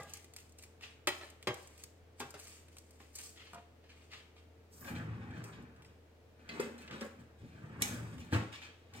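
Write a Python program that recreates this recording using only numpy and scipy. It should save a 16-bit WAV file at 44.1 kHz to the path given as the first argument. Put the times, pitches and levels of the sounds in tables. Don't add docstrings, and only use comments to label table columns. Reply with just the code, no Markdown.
import sys
import numpy as np
from scipy import signal
from scipy.fft import rfft, irfft
from scipy.io import wavfile
from scipy.ndimage import uniform_filter1d

SR = 44100
rng = np.random.default_rng(int(sys.argv[2]) if len(sys.argv) > 2 else 0)


def put_to_file(sound):
    columns = np.atleast_2d(sound).T
    safe = np.clip(columns, -1, 1)
    whole_steps = np.round(safe * 32767)
    wavfile.write(sys.argv[1], SR, whole_steps.astype(np.int16))


def amplitude_ratio(level_db):
    exponent = np.asarray(level_db, float) / 20
    return 10 ** exponent


N = 396900

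# (f/Hz, level/dB per Hz)
RUB = [(530, -15), (900, -8.5), (1040, -9), (1200, -3.5), (1410, -6.5), (2290, 1), (3070, -0.5),
       (7000, -15.5), (9100, -26), (15400, -120)]
# (f/Hz, level/dB per Hz)
HISS = [(2650, -34), (4500, -1.5), (6220, -1.5), (8690, 2.5), (9660, -8), (10800, -10), (12700, -7.5),
        (14800, -12), (16000, -7)]
# (full strength at t/s, hold/s, middle level/dB, treble level/dB)
STROKES = [(0.0, 0.001, -55, -60.5), (.075, 0.046, -64.5, -63.5), (.146, .001, -57, -56.5),
           (.375, .01, -64, -60.5), (.586, 0.059, -70, -66.5), (.828, .001, -49, -62.5),
           (1.12, 0.024, -53, -58), (1.22, 0.051, -61, -65), (1.43, .001, -70, -74),
           (1.56, 0.074, -67, -64.5), (1.69, 0.064, -70.5, -68), (1.79, 0.019, -64, -61.5),
           (2.19, 0.067, -65, -64), (2.38, 0.17, -62.5, -58.5), (2.56, 0.014, -67.5, -64.5),
           (2.72, .001, -71, -66.5), (2.775, .001, -73, -66.5), (2.84, 0.28, -81, -74),
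           (3.01, 0.0011, -61.5, -63), (3.157, 0.004, -60.5, -51.5), (3.188, 0.011, -55, -48.5),
           (3.232, 0.0087, -60, -50.5), (3.268, .006, -69, -56.5), (3.305, 0.007, -75, -66.5),
           (3.375, 0.04, -57.5, -72), (3.45, .04, -61, -72), (3.58, .001, -65, -76), (3.842, .02, -69, -87),
           (3.896, .01, -61, -76), (3.96, 0.088, -70, -76.5), (4.122, .001, -50.5, -67),
           (4.138, 0.002, -49.5, -65.5), (4.37, .001, -64, -75)]
STROKE_RISE_DB_S, STROKE_FADE_DB_S = 866, (203, 157)
# (t/s, peak level/dB, chatter/s)
SNAP = [
    (7.8207, -17, 0.0021),
]


def colour(x, table):
    hz, db = np.transpose(table)
    bins_hz = np.arange(2049) * SR / 4096
    log_gain = np.interp(np.log(bins_hz + 1), np.log(hz), db) * np.log(10) / 20
    ceps = irfft(log_gain)
    ceps[1:2048] *= 2
    ceps[2049:] = 0
    taps = irfft(np.exp(rfft(ceps)))
    taps /= np.sqrt(np.sum(taps ** 2))
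    taps = taps.reshape((1,) * (x.ndim - 1) + (-1,))
    return signal.oaconvolve(x, taps, axes=-1)[..., :x.shape[-1]]


def ring(x, modes, longest=0.33):
    out = np.zeros(len(x))
    heard = np.flatnonzero(np.abs(x) > 1e-6)
    span = slice(heard[0], heard[-1] + int(2 * longest * SR))
    for k, (hz, db, t60) in enumerate(modes):
        r = np.exp(-np.log(1000) / (min(t60, longest) * SR))
        w = 2 * np.pi * hz / SR
        mode = signal.lfilter([np.sin(w)], [1, -2 * r * np.cos(w), r * r], x[span])
        out[span] += (-1) ** k * amplitude_ratio(db) * mode
    return out


def body(x, peaks):
    probe = np.zeros(SR // 2)
    probe[0] = 1
    modes = [(hz, db + 20 * np.log10(width), np.log(1000) / np.pi / width) for hz, width, db in peaks]
    return ring(x, modes) / np.sqrt(np.sum(ring(probe, modes) ** 2))


def buzz(x, depth):
    flutter = uniform_filter1d(rng.standard_normal(N), SR // 150) * np.sqrt(SR / 150)
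    return x * (1 + depth * flutter)


def grains(scatter_db, patchy_db=2.0):
    patch = uniform_filter1d(rng.standard_normal(N), SR // 70) * np.sqrt(SR / 70)
    size = np.minimum(rng.exponential(size=N), 5)
    x = rng.standard_normal(N) * amplitude_ratio(scatter_db * size + patchy_db * patch)
    return x / np.sqrt(np.mean(x ** 2))


def bursts(times, dbs, lengths):
    out, t = np.zeros(N + SR), np.arange(SR // 5) / SR
    for s, db, length in zip(times, dbs, lengths):
        start = int(s * SR)
        out[start:start + len(t)] += amplitude_ratio(db) * np.exp(-t / max(length, 1e-4))
    return out[:N]


def strikes(times, dbs, lengths, head):
    first = np.zeros(N)
    where = (np.asarray(times) * SR).astype(int)
    first[where] = amplitude_ratio(dbs) * head * np.sqrt(np.asarray(lengths) * SR / 2)
    return first + bursts(times, dbs, lengths) * np.sign(rng.standard_normal(N))


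def pushes(rows):
    s, db, push = np.transpose(rows)
    push = np.maximum(push, 1e-4)
    return bursts(s, db - 20 * np.log10(push * SR), push)


def curve(rows):
    s, *cols = np.transpose(rows)
    return [amplitude_ratio(np.interp(np.arange(N) / SR, s, c, -140, -140)) for c in cols]


def swells(rows, rise_db_s, fade_db_s):
    t = np.arange(0, N / SR, .001)
    s, hold, *dbs = np.transpose(rows)[:, :, None]
    early, late = np.maximum(s - t, 0), np.maximum(t - s - hold, 0)
    gains = []
    for db, fade in zip(dbs, fade_db_s):
        strongest = np.max(db - rise_db_s * early - fade * late, axis=0)
        gains.append(amplitude_ratio(np.interp(np.arange(N) / SR, t, strongest)))
    return gains


def ports(mid, side):
    treble = signal.butter(1, 646, "high", fs=SR, output="sos")
    mid = mid - 0.18 * signal.sosfilt(treble, mid)
    side = 0.81 * signal.sosfilt(treble, side)
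    return np.array([mid + side, mid - side])


def room(x, wet_db, pan_db, lag):
    # (f/Hz, t60/s, level/dB)
    walls = [(100, 0.37, 9.5), (230, 0.56, -7), (585, 0.61, 0.8), (1950, 0.57, -1.3), (5900, 0.42, -0.5),
             (14100, 0.4, -1.5)]
    wall_hz, wall_t60, wall_db = np.transpose(walls)
    t = np.arange(SR // 2) / SR
    tail = np.zeros((2, 2, len(t)))
    for hz in 90 * 2. ** np.arange(8):
        octave = signal.butter(2, [hz / np.sqrt(2), hz * np.sqrt(2)], "band", fs=SR, output="sos")
        t60 = np.interp(np.log(hz), np.log(wall_hz), wall_t60)
        db = np.interp(np.log(hz), np.log(wall_hz), wall_db)
        tail += signal.sosfilt(octave, rng.standard_normal(tail.shape)) * amplitude_ratio(db - 60 * t / t60)
    tail = signal.sosfilt(signal.butter(2, 250, "high", fs=SR, output="sos"), tail)
    tail *= (1 - np.exp(-t / 0.00011)) * (1 + 3.35 * np.exp(-t / 0.0043))
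    tail = ports(*tail)
    tail *= amplitude_ratio(wet_db) / np.sqrt(np.sum(tail ** 2) / 2 / 2)
    wander_per_s = 2.7
    place = 2 * np.pi * wander_per_s * np.arange(N) / SR
    placed = x * np.array([[np.cos(place), np.sin(place)]])
    wet = signal.oaconvolve(placed, tail, axes=2)[..., :N].sum(axis=1)
    straight = [np.roll(x, lag), x]
    return (wet + straight) * amplitude_ratio(np.array([[pan_db], [-pan_db]]) / 2)


def kitchen():
    # (f/Hz, level/dB)
    lines = [(80.7, -63.5), (123.8, -87), (253.0, -81), (446.8, -75.5), (899.0, -90)]
    # (f/Hz, level/dB per Hz)
    air_tone = [(15, -19), (25, -22.5), (40, -16), (62, -31), (105, -5.5), (161, -14.5), (326, -11),
                (384, -14), (451, -11), (700, -17.5), (962, -24), (2280, -27.5), (8360, -41), (10400, -45),
                (16000, -42.5)]
    t = np.arange(N) / SR
    hum = 0
    for hz, db in lines:
        sway = uniform_filter1d(rng.standard_normal((2, N)), SR // 6, axis=1) * np.sqrt(SR / 6)
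        cycles = hz * t + 2.2 * np.cumsum(sway[1]) / SR
        hum = hum + np.sqrt(2) * amplitude_ratio(db + .9 * sway[0]) * np.sin(2 * np.pi * cycles)
    air = ports(*colour(rng.standard_normal((2, N)), air_tone))
    air[0] = np.roll(air[0], shift=4)
    rumble = colour(rng.standard_normal((2, N)), [(15, 2), (35, -3), (70, -25), (16000, -120)])
    air += amplitude_ratio(-13.5) * rumble
    return (hum + amplitude_ratio(-65) * air) * amplitude_ratio(np.array([[.45], [-.45]]))


def tray():
    # (f/Hz, level/dB, t60/s)
    modes = [(138.6, -9, 0.56), (518, -7.5, 0.29), (660, -11, 0.48), (812, -11, 0.68), (1197, -5, 0.47),
             (1635, -10.5, 0.55), (2000, -5, 0.23)]
    knock = bursts([0], [-59], [0])
    return sum(buzz(ring(knock, [mode], 0.75), 1.0) for mode in modes)


def foil():
    # (full strength at t/s, hold/s, middle level/dB, treble level/dB)
    brushes = [(4.73, 0.15, -79, -62.5), (4.87, 0.0059, -55, -56), (4.96, .001, -54.5, -61),
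               (5.05, 0.36, -70.5, -80.5), (5.34, 0.078, -63.5, -75), (5.45, .001, -80, -61),
               (5.53, .001, -57.5, -77), (5.86, .001, -69.5, -73), (6.4, .08, -73, -86),
               (6.495, 0.16, -57.5, -66), (6.61, 0.016, -52, -54.5), (6.786, 0.047, -61.5, -69.5),
               (6.93, 0.0089, -53, -62), (7.012, 0.0013, -56, -56.5), (7.196, 0.00089, -70.5, -75),
               (7.39, 0.61, -71.5, -79.5), (7.815, 0.12, -56.5, -54.5), (8.03, 0.12, -67.5, -68),
               (8.198, .001, -56.5, -60), (8.334, .001, -42, -50.5), (8.53, 0.015, -50.5, -61.5),
               (8.625, 0.0082, -51.5, -68), (8.78, 0.17, -73, -90), (8.95, .06, -58.5, -61)]
    stroked = swells(STROKES, STROKE_RISE_DB_S, STROKE_FADE_DB_S)
    brushed = swells(brushes, 893, (163, 179))
    rub, hiss = np.add(stroked, brushed)
    return amplitude_ratio(-3.5) * (colour(rub * grains(2.5), RUB) + colour(hiss * grains(4.4), HISS))


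def crackle():
    per_s, level_db, decay_s = 69, -7.5, 0.00066
    rub, hiss = swells(STROKES, STROKE_RISE_DB_S, STROKE_FADE_DB_S)
    when, size = rng.random(N), rng.exponential(size=N)
    snaps = (when < per_s / SR) * amplitude_ratio(level_db + 4.5 * np.minimum(size, 3))
    snaps = signal.lfilter([1], [1, -np.exp(-1 / (decay_s * SR))], snaps) * rng.standard_normal(N)
    return colour(rub * snaps, RUB) + colour(hiss * snaps, HISS)


def ticks():
    # (t/s, treble peak/dB, middle peak/dB)
    creases = [(0.0324, -52.5, -72), (0.1363, -40, -57), (0.171, -50.5, -62), (0.244, -53.5, -61),
               (0.337, -53, -59), (0.3638, -45, -53), (0.386, -56, -59), (0.403, -59.5, -72),
               (0.494, -63, -80), (0.522, -62.5, -88), (0.586, -52.5, -62), (0.594, -65, -59),
               (1.3008, -53, -67), (1.4265, -52.5, -53), (1.5419, -47, -60), (1.6733, -54.5, -63),
               (1.778, -56, -66), (1.837, -43.5, -54.5), (2.3062, -49, -72), (2.1973, -46, -63),
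               (2.768, -55, -55), (2.784, -50, -60), (2.908, -59, -69), (2.9583, -76, -78),
               (4.1165, -67, -65), (3.532, -59, -70), (3.5448, -57, -68)]
    # (t/s, treble peak/dB, middle peak/dB)
    cracks = [(1.072, -34.5, -31.5), (1.0851, -44, -49), (1.4724, -46, -38), (2.2027, -46.5, -48),
              (2.3416, -57, -73), (3.003, -69, -65), (3.532, -72, -66), (3.5445, -72, -67)]
    # (t/s, treble peak/dB, middle peak/dB)
    clicks = [(4.845, -62, -58), (4.8759, -66, -58), (4.9528, -70, -56), (5.3079, -77, -63),
              (5.378, -68, -70), (5.44, -53, -62), (5.5296, -81, -69), (5.623, -70, -80), (5.763, -75, -72),
              (5.822, -68, -64), (5.847, -69, -63), (6.4902, -63, -51), (6.601, -46, -55), (6.78, -62, -68),
              (6.8197, -63.5, -61), (6.8778, -76, -52.5), (6.91, -64, -50.5), (7.0103, -53.5, -55),
              (7.051, -62, -71), (8.182, -67, -59.5), (8.3195, -61, -58), (8.3255, -57, -52),
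              (8.3318, -57, -44), (8.345, -62, -43), (8.5267, -65, -56), (8.6187, -70, -54),
              (8.937, -60.5, -59)]
    # (t/s, treble peak/dB, middle peak/dB)
    folds = [(0.096, -55.5, -63), (.625, -55, -61), (0.636, -54, -60), (.81, -70, -57), (.823, -71, -58),
             (2.392, -55, -61), (2.397, -52, -65), (2.471, -52.5, -59.5), (2.48, -58, -73),
             (2.6835, -65, -65.5), (3.1318, -68, -82), (3.1534, -47.5, -74), (3.157, -47, -71),
             (3.186, -46.5, -59), (3.3762, -70, -65), (3.36, -75, -65), (3.8411, -84, -70),
             (3.893, -78, -65), (3.902, -81, -65), (4.134, -66, -50), (4.364, -80, -66)]
    s, high_db, mid_db = np.transpose(creases + cracks + clicks + folds)
    counts = [len(creases), len(cracks), len(clicks), len(folds)]
    chatter_s = np.repeat([0.0046, 0.0092, 0.009, 0.0068], counts)
    middle = strikes(s, mid_db, chatter_s, .3)
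    treble = strikes(s, high_db, chatter_s, .4)
    return amplitude_ratio(3.0) * colour(middle, RUB) + amplitude_ratio(2.0) * colour(treble, HISS)


def rack():
    # (t/s, peak level/dB, chatter/s)
    blows = [
        (1.0718, -30, 0.0028),
        (1.0749, -28, 0.011),
        (1.212, -43, 0.016),
        (1.472, -26.5, .006),
        (1.4826, -36, 0.014),
        (2.2025, -33, 0.0067),
        (2.214, -43, 0.016),
        (2.3412, -43.5, 0.023),
        (3.002, -48, 0.0044),
        (3.547, -56, 0.026),
    ]
    # (f/Hz, level/dB per Hz)
    clank = [(90, -16), (160, -4.5), (300, 2), (500, 3.5), (1200, 1.5), (2600, -3), (6000, -11.5),
             (13200, -28)]
    return -amplitude_ratio(-9.5) * colour(strikes(*np.transpose(blows), 0.55), clank)


def wires():
    # (f/Hz, level/dB, t60/s)
    edge = [(368, 0.5, 0.1), (581, -3, 0.13), (796, -4, 0.14), (900, -10, 0.15), (1280, 5.5, 0.04),
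            (1405, -3, 0.07), (1730, -1, 0.085), (1930, 3.5, 0.096), (2050, -3, 0.073), (2305, -4, 0.17),
            (2540, 4, 0.05), (3120, 4.5, 0.094), (3430, 3, .05), (4090, 5, 0.055)]
    # (f/Hz, level/dB, t60/s)
    frame = [(112, -12, 0.14), (380, -1.5, 0.065), (606, -13.5, 0.2), (800, -5, 0.13), (1084, -4, 0.064),
             (1190, -9.5, 0.12), (1617, -11.5, 0.18), (1846, -12, 0.18), (2060, -4, 0.055),
             (2240, -12, .12), (2763, -8, 0.06), (3170, -1, 0.1), (4030, -8, 0.04), (490, -8.5, 0.074)]
    # (f/Hz, level/dB, t60/s)
    corner = [(135, -8, .15), (244, -3, 0.14), (410, -0.5, 0.18), (792, -1.5, 0.19), (1069, 1.5, 0.12),
              (1197, -3, 0.12), (1600, -6, 0.27), (2350, -13, 0.17), (2630, -3, 0.1), (3500, -4, 0.11),
              (4100, -17, .1), (4630, -20, .1)]
    # (f/Hz, level/dB, t60/s)
    padded = [(194, 1, 0.061), (525, -4.5, 0.084), (698, -1.5, 0.17), (960, 7.5, 0.046), (1240, 4.5, 0.047),
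              (1422, 8.5, 0.033), (1890, 3, 0.037), (2420, -2, 0.076), (2880, -8, .05)]
    # (t/s, level/dB, push/s)
    edge_feet = [(1.0722, -39, 0.000088), (1.0755, -42, 0.00011), (1.0805, -53, .0002),
                 (1.0851, -52, 0.00023), (1.2125, -60, 0.00018), (1.228, -54.5, 0.00035)]
    frame_feet = [(1.472, -33, 0.000078), (1.4823, -36, 0.00023), (1.4975, -44, 0.00017),
                  (1.519, -50, 0.00034)]
    corner_feet = [(2.2027, -45.5, 0.000085), (2.213, -55, 0.00036), (2.222, -52, .0003),
                   (2.243, -56.5, 0.00028), (2.3411, -56, 0.00019), (3.003, -65, 0.00009)]
    padded_feet = [(3.5325, -54, 0.00013), (3.5455, -54.5, 0.00013), (3.5535, -55.5, 0.00055),
                   (3.575, -61, .001)]
    rattle_db, rattle_s = -33.5, 0.017
    taps = colour(rng.standard_normal(N), [(100, 4.0), (1500, -4.0), (8000, -4.5)])
    out = 0
    landings = ((edge_feet, edge), (frame_feet, frame), (corner_feet, corner), (padded_feet, padded))
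    for feet, modes in landings:
        s, db, _ = np.transpose(feet)
        tapping = taps * bursts(s, db + rattle_db, rattle_s + 0 * s)
        out = out + ring(pushes(feet) + tapping, modes)
    return -buzz(out, 0.43)


def rollers():
    # (t/s, level/dB)
    opening = [(4.7, -70), (4.832, -45.5), (4.93, -41), (5.04, -45.5), (5.39, -46), (5.48, -49),
               (5.66, -56), (5.9, -59.5), (6.0, -72)]
    shutting = [(7.25, -67), (7.41, -62.5), (7.6, -47), (7.79, -43.5), (7.96, -39.5), (8.24, -51.5),
                (8.4, -39), (8.5, -60), (8.71, -73)]
    # (t/s, hold/s, boom level/dB, rattle level/dB)
    jolts = [(4.884, .001, -66, -47.5), (4.93, .001, -44, -65), (4.96, .01, -41, -52.5),
             (4.996, .001, -37, -52.5), (5.07, 0.0076, -39, -62), (5.12, .001, -45, -59),
             (5.188, .001, -41, -66), (5.222, .001, -62, -65), (5.285, 0.04, -45.5, -59),
             (5.37, 0.024, -46, -57.5), (5.449, 0.013, -74, -54.5), (5.59, 0.0051, -40, -60),
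             (5.79, .001, -58, -65), (7.42, 0.029, -45.5, -85), (7.544, .001, -67, -92),
             (7.82, 0.031, -46, -48.5), (8.1, 0.11, -43.5, -89), (7.994, 0.0091, -49, -67),
             (8.365, 0.0028, -39, -44.5), (8.62, 0.074, -79, -64.5), (8.938, .07, -49, -57),
             (7.19, 0.026, -51, -80), (8.2, 0.032, -49, -73)]
    rattle_db, full_speed_db, steepness = -55.5, -43, 1
    speed = curve(opening)[0] + curve(shutting)[0]
    boom, rattle = swells(jolts, 700, (600, 294))
    return speed + boom, amplitude_ratio(rattle_db) * (speed / amplitude_ratio(full_speed_db)) ** steepness + rattle


def drawer():
    # (f/Hz, width/Hz, level/dB)
    cabinet = [(117.6, 28, 2.5), (132, 34, 0.5), (158.7, 38, -3.5), (242.4, 20, -8), (303, 79, -17)]
    # (f/Hz, width/Hz, level/dB)
    box_peaks = [(232, 17.7, 8), (442, 126, -9.5), (565, 30, -4.5), (132, 60, -6.5)]
    # (f/Hz, level/dB per Hz)
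    runners = [(180, -24.5), (300, -1.5), (649, -9.5), (755, -8.5), (1060, -9.5), (1300, -8), (1710, -9),
               (2500, -16), (3250, -27.5), (5500, -120)]
    # (t/s, hold/s, box level/dB, rattle level/dB)
    slides = [(5.6, 0.0091, -48, -75), (7.88, 0.051, -45, -66), (6.39, .09, -63.5, -66),
              (6.5, .001, -42.5, -49.5), (6.53, 0.041, -44, -50), (6.6, 0.06, -43.5, -53),
              (6.74, 0.28, -56, -60), (6.9, 0.055, -44, -51), (7.019, 0.0022, -42.5, -48),
              (7.19, 0.015, -53, -66)]
    # (t/s, peak level/dB, push/s, loose rattle level/dB)
    knocks = [
        (6.5964, -26.5, 0.00059, -40),
        (7.014, -47, 0.00067, -45),
        (7.812, -26, 0.0022, -40.5),
        (8.325, -19, 0.00021, -37.5),
        (8.347, -20.5, 0.00043, -37),
        (8.337, -24.5, .0006, -39),
        (8.356, -26, 0.00054, -47),
    ]
    # (f/Hz, level/dB, t60/s)
    lid = [(250, 1, 0.13), (406, 16.5, 0.029), (514, 12, 0.034), (878, -4, 0.099)]
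    # (f/Hz, level/dB, t60/s)
    panel = [(108, 2.5, 0.11), (207.4, -9, 0.26), (273, 1, 0.059), (335, -6, 0.11), (500, -7, 0.05),
             (907, -7, 0.064)]
    # (t/s, level/dB)
    squeak = [(4.7, -83), (4.73, -67), (4.79, -65), (4.81, -57), (4.84, -60), (4.89, -59), (4.95, -74),
              (5.0, -90)]
    # (f/Hz, width/Hz, level/dB)
    seal = [(11000, 1700, -4.5), (12900, 1700, 1), (14600, 2100, -1.5)]
    boom, rattle = rollers()
    box, clatter = swells(slides, 603, (256, 182))
    out = body(boom * grains(2.3), cabinet) + body(box * grains(3.6), box_peaks)
    out += colour((rattle + clatter) * grains(3.0), runners)
    for (s, db, push, loose_db), modes in zip(knocks, [lid] * 2 + [panel] * 5):
        out += ring(bursts([s], [db - 3.0], [push]) / (push * SR), modes)
        out += colour(strikes([s], [loose_db], [.025], 0.34), runners)
    out += body(curve(squeak)[0] * grains(2.8), seal)
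    return amplitude_ratio(-4.5) * out


def chinks():
    # (t/s, peak level/dB, f/Hz, t60/s)
    bits = [(4.851, -53.5, 1600, 0.13), (4.877, -48.5, 1620, 0.096), (5.335, -57, 1780, 0.11),
            (5.449, -62, 2590, .1), (5.85, -61, 5100, 0.16), (6.597, -48, 6600, .12), (6.74, -64, 3250, .2),
            (6.785, -55, 4200, .07), (6.829, -54.5, 2600, 0.14), (6.877, -53, 3000, .07),
            (6.877, -57, 2060, .08), (6.877, -56, 4340, .04), (6.909, -52, 3030, .05),
            (6.912, -49, 3500, .05), (6.935, -52.5, 1500, 0.13), (7.0101, -49, 3650, .04),
            (7.0101, -44, 4880, .04), (7.0101, -45, 5700, 0.047), (7.013, -49.5, 534, 0.089),
            (7.029, -49, 486, .06), (7.047, -47, 550, 0.064), (7.059, -45, 490, 0.04)]
    return sum(ring(pushes([(s, db, 0)]), [(hz, 5.0, t60)]) for s, db, hz, t60 in bits)


def utensils():
    # (t/s, peak level/dB)
    clinks = [
        (6.4906, -48),
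        (6.5005, -61),
        (6.511, -54),
        (6.529, -64),
        (6.596, -48.5),
        (7.01, -55),
    ]
    # (f/Hz, level/dB, t60/s)
    modes = [(2055, 3.5, 0.1), (2576, 1.5, 0.079), (3300, 3, 0.016), (4115, -3.5, 0.062), (4640, 1, 0.019)]
    s, db = np.transpose(clinks)
    return amplitude_ratio(-21.5) * buzz(ring(strikes(s, db, 0.0029 + 0 * s, 0.75), modes), 0.81)


def latch():
    # (f/Hz, level/dB per Hz)
    snap_tone = [(590, -34), (1800, -14), (2100, -6), (3940, -7.5), (5630, -7), (6780, -6.5), (8750, -10),
                 (10100, -13), (11700, -10.5), (16000, -22)]
    # (f/Hz, level/dB, t60/s)
    modes = [(2285, 0, 0.089), (2930, -3, 0.073), (3940, -6, .06), (4538, -12, .15), (5100, -10, .08),
             (5437, -6, .2), (6400, -3, 0.23), (6600, 0, 0.14), (7500, -12, 0.15), (8430, -8, .2),
             (8500, 0.5, 0.13), (11900, -9, .15)]
    s, db, chatter_s = np.transpose(SNAP)
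    snap = amplitude_ratio(-3.5) * colour(strikes(s, db, chatter_s, 0.48), snap_tone)
    return snap + amplitude_ratio(-30) * buzz(ring(bursts(s, db, 0 * s), modes), .8)


def spring():
    # (f/Hz, level/dB, t60/s)
    mode = [(4764, -56, 1.1)]
    return ring(pushes([(SNAP[0][0], 0, 0)]), mode, 1.5)


def scene():
    turn_s = 4.6
    later = np.arange(N) / SR > turn_s
    rustle = foil()
    near = room(ticks() + crackle() + wires() + chinks(), -9, .4, lag=4)
    near += room(rustle * ~later, 0.16, 1.0, lag=4)
    near += room(rack(), 0.83, 2.6, lag=1) + tray()
    aside = room(drawer() + rustle * later, 0.26, 1.0, lag=12)
    aside += room(utensils() + latch(), 0, -.5, lag=12) + spring()
    low_cut = signal.butter(3, 74, "high", fs=SR, output="sos")
    return signal.sosfilt(low_cut, near + aside) + kitchen()


def roll_off(x):
    return signal.sosfilt(signal.butter(12, 15900, fs=SR, output="sos"), x)


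def record(dry):
    top_cut = signal.ellip(12, .2, 70, 15950, fs=SR, output="sos")
    mix = signal.sosfilt(top_cut, dry)
    return roll_off(mix)


dry = scene()
out = record(dry)
put_to_file(out)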